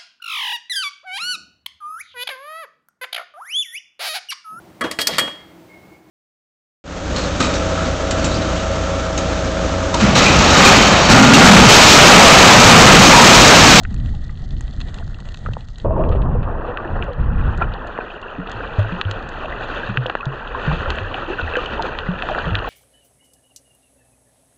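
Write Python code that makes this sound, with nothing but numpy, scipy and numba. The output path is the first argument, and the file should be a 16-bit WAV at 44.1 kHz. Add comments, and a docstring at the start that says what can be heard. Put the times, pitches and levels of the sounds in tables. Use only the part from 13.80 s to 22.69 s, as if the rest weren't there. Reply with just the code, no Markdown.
"""A wave over a reef, heard underwater

A watertight housing drifts just under the surface. Water surges past it and shrimp snap.
After two seconds a wave tumbles over it and leaves a cloud of ringing bubbles, coarse at first,
then finer, stirred by a swell about once a second. Air pockets glug, some burst on the housing,
and a limiter ducks after the hardest knocks."""
import sys
import numpy as np
from scipy import signal
from scipy.fft import rfft, irfft
from scipy.io import wavfile
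from scipy.ndimage import uniform_filter1d, minimum_filter1d, map_coordinates
from numba import njit

SR = 44100
rng = np.random.default_rng(int(sys.argv[2]) if len(sys.argv) > 2 else 0)


def master(y):
    """Save y as 16-bit WAV."""
    cut = np.clip(np.atleast_2d(y).T, -1, 1)
    pcm = np.round(cut * 32767)  # scale
    wavfile.write(sys.argv[1], SR, pcm.astype(np.int16))


N = 392049
TIME = np.arange(N) / SR
WAVE_S = 2.045   # the wave arrives

# single bubbles close by: t/s, f/Hz, level/dB, glide/share of the pitch over the ring time
CLOSE_BUBBLES = [(.012, 780, -31.5, -1.06), (.114, 201, -20, -0.22), (.338, 850, -38, -0.24),
                 (.494, 1940, -28, 0.37), (.496, 1220, -39, -0.06), (.625, 684, -38, 0.41),
                 (1.208, 666, -35, 0.12), (1.662, 1216, -23, 0.38), (1.693, 113.7, -16.5, 0.15),
                 (2.055, 618, -21, 0.33), (2.108, 618, -12.5, 0.28), (2.165, 950, -16.5, -0.27),
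                 (2.214, 1130, -22, -0.0074), (2.321, 1227, -21.5, 0.17), (2.552, 494, -16.5, -0.1),
                 (2.885, 491, -19.5, -0.032), (3.053, 358, -22, -0.28), (3.283, 540, -19, 0.13),
                 (3.304, 504, -20, -0.12), (3.611, 2470, -30, 0), (3.814, 1374, -12, 0.015),
                 (3.822, 1354, -13.5, 0.1), (3.823, 2400, -14.5, 0.1), (4.21, 1480, -20, 0.12),
                 (4.303, 2600, -24, -0.35), (4.429, 2780, -27, 0), (4.583, 285, -22.5, -0.22),
                 (4.59, 173, -20.5, 0.35), (4.672, 468, -28, -0.14), (4.749, 108.4, -26, 0.3),
                 (4.803, 509, -25, -0.14), (4.985, 96.4, -7, 0.45), (4.992, 610, -17, -0.17),
                 (5.123, 173, -17.5, 0.2), (5.255, 95, -12, 0.3), (5.645, 633, -20, -0.11),
                 (5.725, 1960, -15, 0.14), (6.033, 1570, -17, 0.31), (6.089, 113, -19.5, .25),
                 (6.094, 196, -20.5, -0.17), (6.175, 132, -9.5, -0.31), (6.259, 513, -18.5, -0.13),
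                 (6.37, 1760, -23, -0.54), (6.403, 1110, -21, 0.072), (6.408, 2560, -18.5, -0.016),
                 (6.43, 1344, -20, 0.26), (6.467, 134, -15, 0.071), (6.518, 1060, -22, 0.34),
                 (6.748, 1044, -17, 0.044), (6.865, 58, -16.5, 0.15), (6.878, 150, -10, 0.07),
                 (6.92, 171, -19, 0.2), (7.058, 1366, -20, 0.035), (7.06, 542, -19.5, 0.16),
                 (7.076, 68, -15.5, 0.25), (7.213, 92.4, -21.5, 0.13), (7.346, 750, -20, -0.065),
                 (7.481, 322, -21.5, 0.31), (7.502, 357, -16.5, .35), (7.589, 1500, -14.5, 0.019),
                 (7.596, 1490, -12, -0.081), (7.609, 2690, -22, -0.1), (7.626, 80, -18, -0.11),
                 (7.633, 2660, -23, -0.1), (7.677, 1860, -17, 0.13), (7.737, 2670, -15.5, -0.17),
                 (7.755, 1620, -10.5, -0.18), (7.767, 2970, -15, 0), (7.77, 503, -11, -0.1),
                 (7.787, 1220, -17, -0.039), (7.802, 2790, -23, 0.12), (7.922, 53.7, -21.5, 0.55),
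                 (7.86, 3000, -16, -0.11), (7.994, 917, -12, -0.1), (8.004, 704, -18.5, -0.096),
                 (8.288, 173, -12, 0.28), (8.435, 714, -19.5, -0.71), (8.497, 796, -15.5, -0.32),
                 (8.513, 632, -14.5, -0.16), (8.548, 1420, -16.5, 0.15), (8.587, 1420, -15.5, 0.32),
                 (8.656, 61.7, -17.5, -0.13), (8.67, 162.3, -16, 0.39), (8.72, 100, -12.5, 0.12),
                 (8.846, 1080, -18.5, 0.062)]
# air bursting on the housing: t/s, centre f/Hz, level/dB, bandwidth/octaves
KNOCKS = [(0.051, 1850, -12, 0.73), (1.661, 1640, -16.5, 0.78), (1.687, 330, -20.5, 2.2),
          (1.768, 640, -17, 1.46), (2.238, 2200, -20, 0.7), (2.973, 1900, -6.5, 1.13),
          (3.2246, 2520, -9, 0.53), (3.818, 900, -8.5, 1.03), (4.1772, 1750, -13, 0.86),
          (4.1882, 496, -8, 2), (5.2134, 2250, 11.5, 1.76), (6.1728, 1920, 6.5, 1.04),
          (6.2585, 910, -11, 2), (6.263, 3060, -10, 0.45), (6.298, 1170, -4, 2.5), (6.3005, 890, -6.5, 2.8),
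          (6.3526, 640, 1.5, 3.1), (7.059, 1440, -14, 1), (7.104, 2880, 1.5, 2), (7.1854, 2140, -6, 1.03),
          (7.3429, 2570, -6, 0.7), (7.7542, 1840, -4.5, 0.99), (8.188, 2180, -2.5, 1.7),
          (8.4233, 1920, -4, 1.7), (8.488, 943, -8, 1.3), (8.5486, 1300, -8.5, 1.2), (8.58, 796, -7.5, 2.1),
          (8.584, 1410, -9, 0.69), (8.746, 1620, -11.5, 0.45), (8.7536, 2570, 4, 1.3)]
# snaps of the nearest shrimp: t/s, centre f/Hz, level/dB, bandwidth/octaves
NEAR_SNAPS = [(0.0345, 7000, -8.5, 1.24), (.1285, 3500, -32, 1.2), (0.143, 7550, -10, 1.2),
              (.1635, 3400, -28, 1.2), (.2005, 3400, -29, 1), (.2592, 4200, -21, 1.6),
              (0.3503, 4700, -23, 1.3), (.5545, 3700, -32, 1.1), (0.574, 3800, -29, 0.92),
              (0.707, 4500, -21, 0.85), (.7665, 3420, -29, 0.81), (0.8088, 8450, -2.5, 0.89),
              (.8793, 3400, -23, 1.3), (.9285, 3930, -29, 0.76), (.9955, 3600, -34, 1),
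              (1.004, 4200, -11.5, 1.6), (1.0125, 3700, -13.5, 1.2), (1.016, 4200, -14, 1.5),
              (1.0848, 3400, -22, 1), (1.1432, 5460, -10.5, 1.3), (1.1857, 3800, -19.5, 1.2),
              (1.3447, 3820, -21.5, 1.2), (1.403, 5200, -16.5, 1.5), (1.4545, 3600, -22, 2.1),
              (1.488, 4250, -16.5, 1.6), (1.544, 3550, -10.5, 1.8), (1.5725, 5530, -15.5, 1.2),
              (1.735, 3760, -13, 1.54), (1.8075, 3400, -24, 1.4), (1.8858, 5000, -19.5, 1.2),
              (1.958, 3780, -26, 0.64), (1.9837, 6450, -12.5, 1.1), (1.9997, 4040, -21, 0.85),
              (2.291, 4090, -21, 1.15), (2.4184, 3020, -27, 0.71), (3.2405, 5500, -24, 0.9),
              (3.333, 3500, -23.5, 1.5), (3.776, 5500, -18, 1), (3.9382, 3400, -16, 0.82),
              (4.072, 5760, -20, 1.3), (4.416, 4160, -21.5, 1.4), (4.6733, 2880, -19, 0.84),
              (4.6965, 3700, -17, 1.4), (4.7165, 4200, -8, 1.7), (4.9923, 4400, -15.5, 1.8),
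              (5.251, 2800, -15.5, 0.56), (5.312, 3600, -2.5, 1.64), (5.4265, 3000, -22, 1.7),
              (5.49, 5550, -15.5, 0.98), (5.6575, 2750, -20, 0.63), (6.2662, 4500, -19, 0.8),
              (6.4553, 4450, -12, 0.92), (6.6744, 3040, -19.5, 0.38), (7.105, 5940, -19, 1),
              (7.1575, 6200, -21, 0.74), (7.614, 3650, -18, 0.41), (7.7676, 4200, -12, 1.4),
              (7.8592, 3440, -13, 1.6), (8.0231, 4400, -5.5, 1.07), (8.588, 4100, -16.5, 0.42),
              (8.7882, 3100, -14, 1.1)]
# spits of spray: t/s, level/dB
SPITS = [(2.05, -50), (2.12, -50), (2.19, -48), (2.245, -42), (2.313, -31), (2.35, -39), (2.416, -37.5),
         (2.627, -36), (3.815, -33), (7.79, -35), (8.379, -27), (8.648, -33)]
# surges pushing past the housing: start t/s, length/s, level/dB
SURGES = [(0.079, 0.25, -22), (0.657, 0.15, -24.5), (0.936, 0.071, -24), (1.145, 0.12, -28),
          (1.623, 0.079, -24.5), (2.005, 0.19, -19.5), (2.2, 0.39, -17.5), (2.606, 0.2, -26),
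          (3.028, 0.21, -23), (3.348, 0.37, -18), (3.754, 0.11, -22), (6.85, 0.06, -29),
          (8.63, 0.08, -28.5)]
# swells churning the cloud: crest t/s, bubbling gain/dB, fizz gain/dB
SWELLS = [(3.15, -1, -1), (3.85, -0.5, -2), (5.0, 2.5, 3.5), (5.96, 6.5, 9.5), (6.55, 3.5, 0.5),
          (6.98, 0.5, 3), (7.8, 2, 4), (8.7, -1, -.5)]
# the surface lapping overhead before the wave: crest t/s, gurgle gain/dB
LAPS = [(.14, 0), (.8, -16), (1.2, 18.5), (1.4, 11.5), (1.66, 20.5)]

# fader of the bubble cloud, before the swells ride on it: t/s, level/dB
CLOUD_FADER = [(2.05, -32), (2.35, -31), (3.1, -28), (3.42, -33.5), (3.7, -31), (4.4, -35.5), (5.2, -32.5),
               (5.7, -32), (6.38, -37.5), (7.05, -28.5), (7.3, -31.5), (8.0, -30), (8.3, -32.5),
               (8.55, -28.5), (8.89, -26.5)]
# fader of the tumbling wave: t/s, level/dB
WAVE_FADER = [(2.05, -17.5), (2.1, -24.5), (2.2, -16.5), (2.27, -21.5), (2.36, -23.5), (2.5, -36.5),
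              (2.75, -30), (3.2, -50), (4, -100)]
# fader of the current under the surges: t/s, level/dB
CURRENT_FADER = [(0, -25), (1.3, -28.5), (1.9, -32.5), (3.95, -32), (4.35, -41.5), (4.8, -33.5),
                 (6.0, -32.5), (6.4, -39.5), (7.0, -27.5), (7.4, -34.5), (7.9, -33), (8.89, -32)]
# fader of the small pops at the housing: t/s, level/dB
POP_FADER = [(2.05, -68), (2.6, -65), (2.85, -55.5), (4.3, -43.5), (5.6, -46.5), (6.5, -46.5), (7.35, -41),
             (7.75, -37.5), (8.15, -40), (8.55, -36.5), (8.89, -35.5)]

# tone shared by all bubble swarms: f/Hz, level/dB
SWARM_EQ = [(130, 13.5), (270, -2.5), (490, 3.5), (650, 0.5), (980, 0), (1420, 3.5), (1780, 2), (2050, -2),
            (2650, -4), (3250, -10), (4300, -15), (6300, -19), (8800, -33)]
# dull roar of the wave: f/Hz, level/dB
ROAR_EQ = [(100, -22.5), (250, 2.5), (480, 1), (660, 5.5), (770, -10.5), (930, -1), (1150, -9),
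           (1400, -26.5), (2000, -24), (2700, -24.5), (4000, -32.5), (8000, -53.5)]
# sub-bass of water heaving against the housing: f/Hz, level/dB
HEAVE_EQ = [(8, -7), (18, 0), (30, 15), (50, -0.5), (68, -10), (120, -44.5)]
# rumble of the eddies: f/Hz, level/dB
EDDY_EQ = [(35, -7), (55, 3.5), (80, 1.5), (110, -2), (150, -6), (220, -13.5), (330, -28), (600, -46.5),
           (1500, -70.5)]
# crackle of the distant shrimp: f/Hz, level/dB
COLONY_EQ = [(400, -28.5), (1100, -16), (2500, -24), (3200, -9), (4300, -1), (5300, 5), (7200, -6),
             (8600, -11.5), (11500, -2)]
# hiss of open water: f/Hz, level/dB
HISS_EQ = [(120, -8), (420, 0.5), (760, 2), (1000, -9.5), (1320, -3.5), (1600, -7), (1920, 7), (2150, 0),
           (2600, -14), (3300, -4), (5000, -10), (8800, -3)]
# what the housing lets through, notched by its wall's antiresonances: f/Hz, level/dB
HOUSING_EQ = [(1450, -0.5), (1920, -4.5), (2050, -10), (2160, -22), (2310, -10), (2620, -2), (4350, -8),
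              (4980, -21), (5700, -24.5), (6350, -16), (7300, -16.5), (8300, -25.5), (9600, -38.5),
              (12500, -39)]


def bubble_cloud(swell_rise_s=0.29, swell_fall_s=0.42, middle_build_s=0.57, fine_build_s=1.05):
    """The wave's bubbles in three sizes ride the swells; small ones build later and fizz in puffs."""
    crest_s, bubbling_gain_db, fizz_gain_db = np.transpose(SWELLS)
    swell_db = crests_db(zip(crest_s, bubbling_gain_db), swell_rise_s, swell_fall_s)
    puffs_db = crests_db(zip(crest_s, fizz_gain_db), swell_rise_s, swell_fall_s) + 1.63 * drift(16)
    age = np.maximum(TIME - WAVE_S, 0)
    middle_db = -1.12 + swell_db - 30.5 * np.exp(-age / middle_build_s)
    fine_db = -5.5 + puffs_db - 28 * np.exp(-age / fine_build_s)
    fizz = swarm(2200, 8900, per_s=6000, cycles=37, spread_db=4.0, blur_db=-5.5, rise=0.026)
    # the thick early cloud swallows the treble; the fizz brightens as it thins
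    muffled = rms_one(signal.sosfiltfilt(signal.butter(2, 3300, fs=SR, output="sos"), fizz))
    fine = thinness() * fizz + (1 - thinness()) * muffled
    coarse = swarm(219.5, 1181, per_s=750, cycles=31, spread_db=3.0, blur_db=-3.0, rise=0.1)
    middle = swarm(1216, 2040, per_s=1400, cycles=30, spread_db=4.5, blur_db=-4.5, rise=0.076)
    bubbling = from_db(0.99 * swell_db) * coarse + from_db(middle_db) * middle + from_db(fine_db) * fine
    return bubbling * from_db(fader_db(CLOUD_FADER) + 1.5 * drift(30))


def close_bubbles(reference_hz=89.5, reference_t60_s=0.31, reference_attack_s=0.00052, wobble_db=0.86):
    """Each bubble swells as it pinches off, then rings down unevenly as its shape wobbles."""
    out = np.zeros(N)
    for s, hz, db, glide in CLOSE_BUBBLES:
        stretch = (reference_hz / hz) ** 0.66   # big bubbles ring longest
        t60, attack = reference_t60_s * stretch, reference_attack_s * stretch
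        t = TIME[:int((t60 + attack) * SR)]
        wobble = map_coordinates(rng.standard_normal(64), [t * hz * 0.4], order=1, mode="wrap")
        bend = 1 + glide * t / t60 / 2   # pitch climbs near the surface, sinks near the housing
        tone = np.sin(2 * np.pi * hz * t * bend)
        add(out, s, from_db(db + wobble_db * wobble) * attack_decay(t, attack, t60) * tone)
    return out


def knocks():
    """Air pockets burst against the wall with a dry crack, which the reef scatters."""
    out = np.zeros(N)
    for s, hz, db, octaves in KNOCKS:
        add(out, s, from_db(db) * pulse(hz, octaves, order=3, scatter_db=-9.5, scatter_t60_s=0.021))
    return out


def wave(trim_db=-2.0):
    """Churning water roars with freshly trapped bubbles, dull because its foam swallows the treble."""
    trapped = swarm(132, 3900, per_s=1500, cycles=28, spread_db=2.0, blur_db=-2.5, rise=0.055)
    tumble = from_db(-drift(70))
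    return from_db(trim_db + fader_db(WAVE_FADER)) * steady(colour(trapped, ROAR_EQ) * tumble)


def flow(strength_db, pivot_db=-19.5, eddy_growth=1.304, whirl_growth=1.57):
    """Water heaves against the housing and sheds lumpy eddies; smaller ones grow faster with the flow."""
    heave = steady(colour(rng.standard_normal(N), HEAVE_EQ))
    lumps = from_db(drift(35))
    eddies = steady(colour(rng.standard_normal(N), EDDY_EQ) * lumps)
    whirls = steady(bandpass(rng.standard_normal(N), 130, 310, order=3) * lumps)
    excess_db = strength_db - pivot_db
    shed = from_db(eddy_growth * excess_db) * eddies + from_db(whirl_growth * excess_db - 19.5) * whirls
    return from_db(strength_db - 1) * heave + from_db(pivot_db) * shed


def flow_strength_db(attack_s=0.056, release_s=0.083):
    """Each surge builds, holds and dies away on top of the current."""
    power = from_db(fader_db(CURRENT_FADER)) ** 2
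    for s, length, db in SURGES:
        attack = np.clip((TIME - s) / attack_s, 0, 1)
        release = np.exp(-np.maximum(TIME - s - length, 0) / release_s)
        power += (from_db(db) * attack * release) ** 2
    return 10 * np.log10(power)


def near_shrimp(wall_hz=1920, wall_t60_s=0.02, wall_db=-18.5, thud_db=-14):
    """A near snap cracks, rings the housing wall and gives it a dull tap."""
    out, t = np.zeros(N), TIME[:SR // 20]
    wall = from_db(wall_db - 60 * t / wall_t60_s) * np.sin(2 * np.pi * wall_hz * t)
    for s, hz, db, octaves in NEAR_SNAPS:
        body = wall_hz / hz * 2 ** (octaves / 2)   # dull, wide snaps ring the wall most
        thud = from_db(thud_db) * pulse(hz=1220, octaves=2.05, order=2)
        crack = pulse(hz, octaves, order=3)
        add(out, s, from_db(db) * (crack + body * (wall + thud)))
    return out


def shrimp_colony(open_water, per_s=260, snap_db=-33.5, scatter_db=-18, scatter_t60_s=0.021):
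    """Snaps spread evenly over the reef, fainter with distance, each with a short scatter off the coral."""
    metres = np.sqrt(rng.uniform(0.7 ** 2, 4.2 ** 2, N))
    unscreened_db = 9 * open_water * (2.5 - thinness())   # louder until bubbles screen them
    clicks = (rng.random(N) < per_s / SR) * from_db(snap_db + unscreened_db) / metres
    tail = from_db(-60 * TIME[:SR // 20] / scatter_t60_s)
    scatter_power = abs(signal.fftconvolve(clicks ** 2, tail ** 2)[:N])
    scatter = np.sqrt(scatter_power) * rng.standard_normal(N)
    return colour(clicks + from_db(scatter_db) * scatter, COLONY_EQ)


def spits(drops_per_s=900, spread_db=3.5):
    """Short bright crackles of droplets where the water breaks up."""
    envelope = np.zeros(N)
    shape = attack_decay(TIME[:SR // 4], attack_s=0.0042, t60_s=0.09)
    for s, db in SPITS:
        add(envelope, s, from_db(db) * shape)
    hits = rng.random(N) < drops_per_s / SR
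    drops = hits * from_db(spread_db * rng.standard_normal(N)) * rng.choice([-1, 1], N)
    return envelope * rms_one(bandpass(drops + 1e-18, 1200, 2800, order=2))


def pops():
    """Small bubbles pop one by one right at the housing, each a short crisp tick."""
    ticks = swarm(2400, 3500, per_s=100, cycles=36, spread_db=2.5, blur_db=-25.5, rise=0.03)
    return from_db(fader_db(POP_FADER)) * ticks


def reef_bed(strength_db, hiss_db=-45, gurgle_db=-59.5, flicker_db=3.0):
    """Faint open-water hiss and small gurgles that follow the laps overhead; both rise with the flow."""
    hiss = rms_one(colour(rng.standard_normal(N), HISS_EQ)) * from_db(flicker_db * drift(44.75))
    gurgles = swarm(307, 2340, per_s=140, cycles=8.0, spread_db=-0.5, blur_db=-21.0, rise=0.1)
    lap_db = crests_db(LAPS, rise_s=0.16, fall_s=0.16)
    flow_gain = from_db(0.19 * (strength_db + 27))
    return flow_gain * (from_db(hiss_db) * hiss + from_db(gurgle_db + lap_db) * gurgles)


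def swarm(low_hz, high_hz, per_s, cycles, spread_db, blur_db, rise):
    """Bubbles of one size class born at random, over the blur of countless distant ones; rms 1."""
    when, pitch, size, ring, sign = rng.random((int(per_s * N / SR), 5)).T
    hz = low_hz * (high_hz / low_hz) ** pitch
    nearness = np.minimum(-np.log(1 - size), 4.5)
    heights = from_db(spread_db * nearness) * np.sign(sign - 0.5) * hz   # equal power per Hz
    t60 = cycles * (0.5 + ring) / hz
    near = ring_bubbles((when * N).astype(np.int64), hz, heights, t60, rise)
    near = bandpass(near, low_hz * 0.8, high_hz * 1.15, order=2)
    far = bandpass(rng.standard_normal(N), low_hz, high_hz, order=4)
    return rms_one(colour(rms_one(near) + from_db(blur_db) * rms_one(far), SWARM_EQ))


@njit
def ring_bubbles(starts, hz, heights, t60, rise):
    """Sum of dying sines, each climbing in pitch by the share rise during its life."""
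    out = np.zeros(N)
    for k in range(len(starts)):
        life = t60[k] * SR
        height, fade = heights[k], np.exp(-np.log(1000) / life)
        for i in range(min(int(life), N - starts[k])):
            bend = 1 + rise * i / life / 2
            out[starts[k] + i] += height * np.sin(2 * np.pi * hz[k] / SR * i * bend)
            height *= fade
    return out


def pulse(hz, octaves, order, scatter_db=-1, scatter_t60_s=0.013):
    """One sharp pressure pulse of height 1, plus its scatter off the coral."""
    half_band, t = 2 ** (octaves / 2), TIME[:SR // 20]
    low_hz, high_hz = hz / half_band, min(hz * half_band, 0.45 * SR)
    paths = rng.standard_normal(len(t)) * attack_decay(t, 0.001, scatter_t60_s)
    paths *= from_db(scatter_db) / np.sqrt(np.sum(paths ** 2))
    direct = bandpass((t == 0) + 1e-18, low_hz, high_hz, order)
    return (direct + bandpass(paths, low_hz, high_hz, order)) / abs(direct).max()


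def thinness(start_s=0.45, end_s=3.7):
    """Crossfade from thick cloud (0) to thin (1)."""
    return np.clip((TIME - start_s) / (end_s - start_s), 0, 1) ** 2


def attack_decay(t, attack_s, t60_s):
    """Percussive envelope with peak 1."""
    shape = (1 - np.exp(-t / attack_s)) * from_db(-60 * t / t60_s)
    return shape / shape.max()


def fader_db(rows):
    """A curve of levels, one value per sample."""
    return np.interp(TIME, *np.transpose(rows))


def crests_db(rows, rise_s, fall_s):
    """A gain that ramps to each crest's value and back to 0 dB."""
    return sum(db * np.interp(TIME - s, [-rise_s, 0, fall_s], [0, 1, 0]) for s, db in rows)


def drift(rate):
    """Smooth random motion with rms 1, changing about rate times a second."""
    return rms_one(map_coordinates(rng.standard_normal(4000), [TIME * rate], order=1, mode="wrap"))


def colour(x, points, size=8192):
    """Minimum-phase EQ that follows a spectrum and falls steeply above its last point."""
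    hz, db = np.transpose(points)
    octaves = np.log2(np.fft.rfftfreq(size, 1 / SR) + 1)
    fall_db = np.clip(30 * (octaves - np.log2(hz[-1])), 0, 70)
    gain = from_db(np.interp(octaves, np.log2(hz), db) - fall_db)
    cepstrum = irfft(np.log(gain))[:size // 2]
    cepstrum[1:] *= 2
    response = irfft(np.exp(rfft(cepstrum, size))) * np.hanning(2 * size)[size:]
    return signal.fftconvolve(x, response)[:len(x)]


def bandpass(x, low_hz, high_hz, order):
    """Keep one band."""
    return signal.sosfilt(signal.butter(order, [low_hz, high_hz], "band", fs=SR, output="sos"), x)


def steady(x):
    """Unit power over every sixth of a second."""
    return x / np.sqrt(uniform_filter1d(x ** 2, size=SR // 6) + 1e-12)


def rms_one(x):
    """Scale to unit power."""
    return x / np.sqrt(np.mean(x ** 2) + 1e-20)


def from_db(db):
    """Decibels to gain."""
    return 10 ** (np.asarray(db) / 20)


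def add(out, s, sound):
    """Mix a sound in at time s."""
    start = round(s * SR)
    out[start:start + len(sound)] += sound[:N - start]


def limiter(x, ceiling_db=-3.5, release_db_per_s=150):
    """Gain drops just ahead of a peak and creeps back."""
    over_db = np.maximum(20 * np.log10(abs(x) + 1e-9) - ceiling_db, 0)
    duck_db = np.maximum.accumulate(over_db + release_db_per_s * TIME) - release_db_per_s * TIME
    return x * from_db(uniform_filter1d(minimum_filter1d(-duck_db, size=41), size=41))


def scene():
    """The quiet reef gives way to the bubble cloud when the wave arrives."""
    in_cloud = np.clip((TIME - WAVE_S) / 0.0012, 0, 1)
    open_water = 1 - in_cloud
    strength_db = flow_strength_db()
    water = flow(strength_db) + open_water * reef_bed(strength_db)
    water += in_cloud * (wave() + bubble_cloud() + pops())
    return (water + close_bubbles() + knocks() + shrimp_colony(open_water) + near_shrimp() + spits())[None]


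def record(dry):
    """Through the housing wall, the limiter and a steep high cut."""
    heard = limiter(colour(dry[0], HOUSING_EQ))
    return signal.sosfilt(signal.cheby2(12, 70, 12000, fs=SR, output="sos"), heard)[None]


dry = scene()
out = record(dry)
master(out)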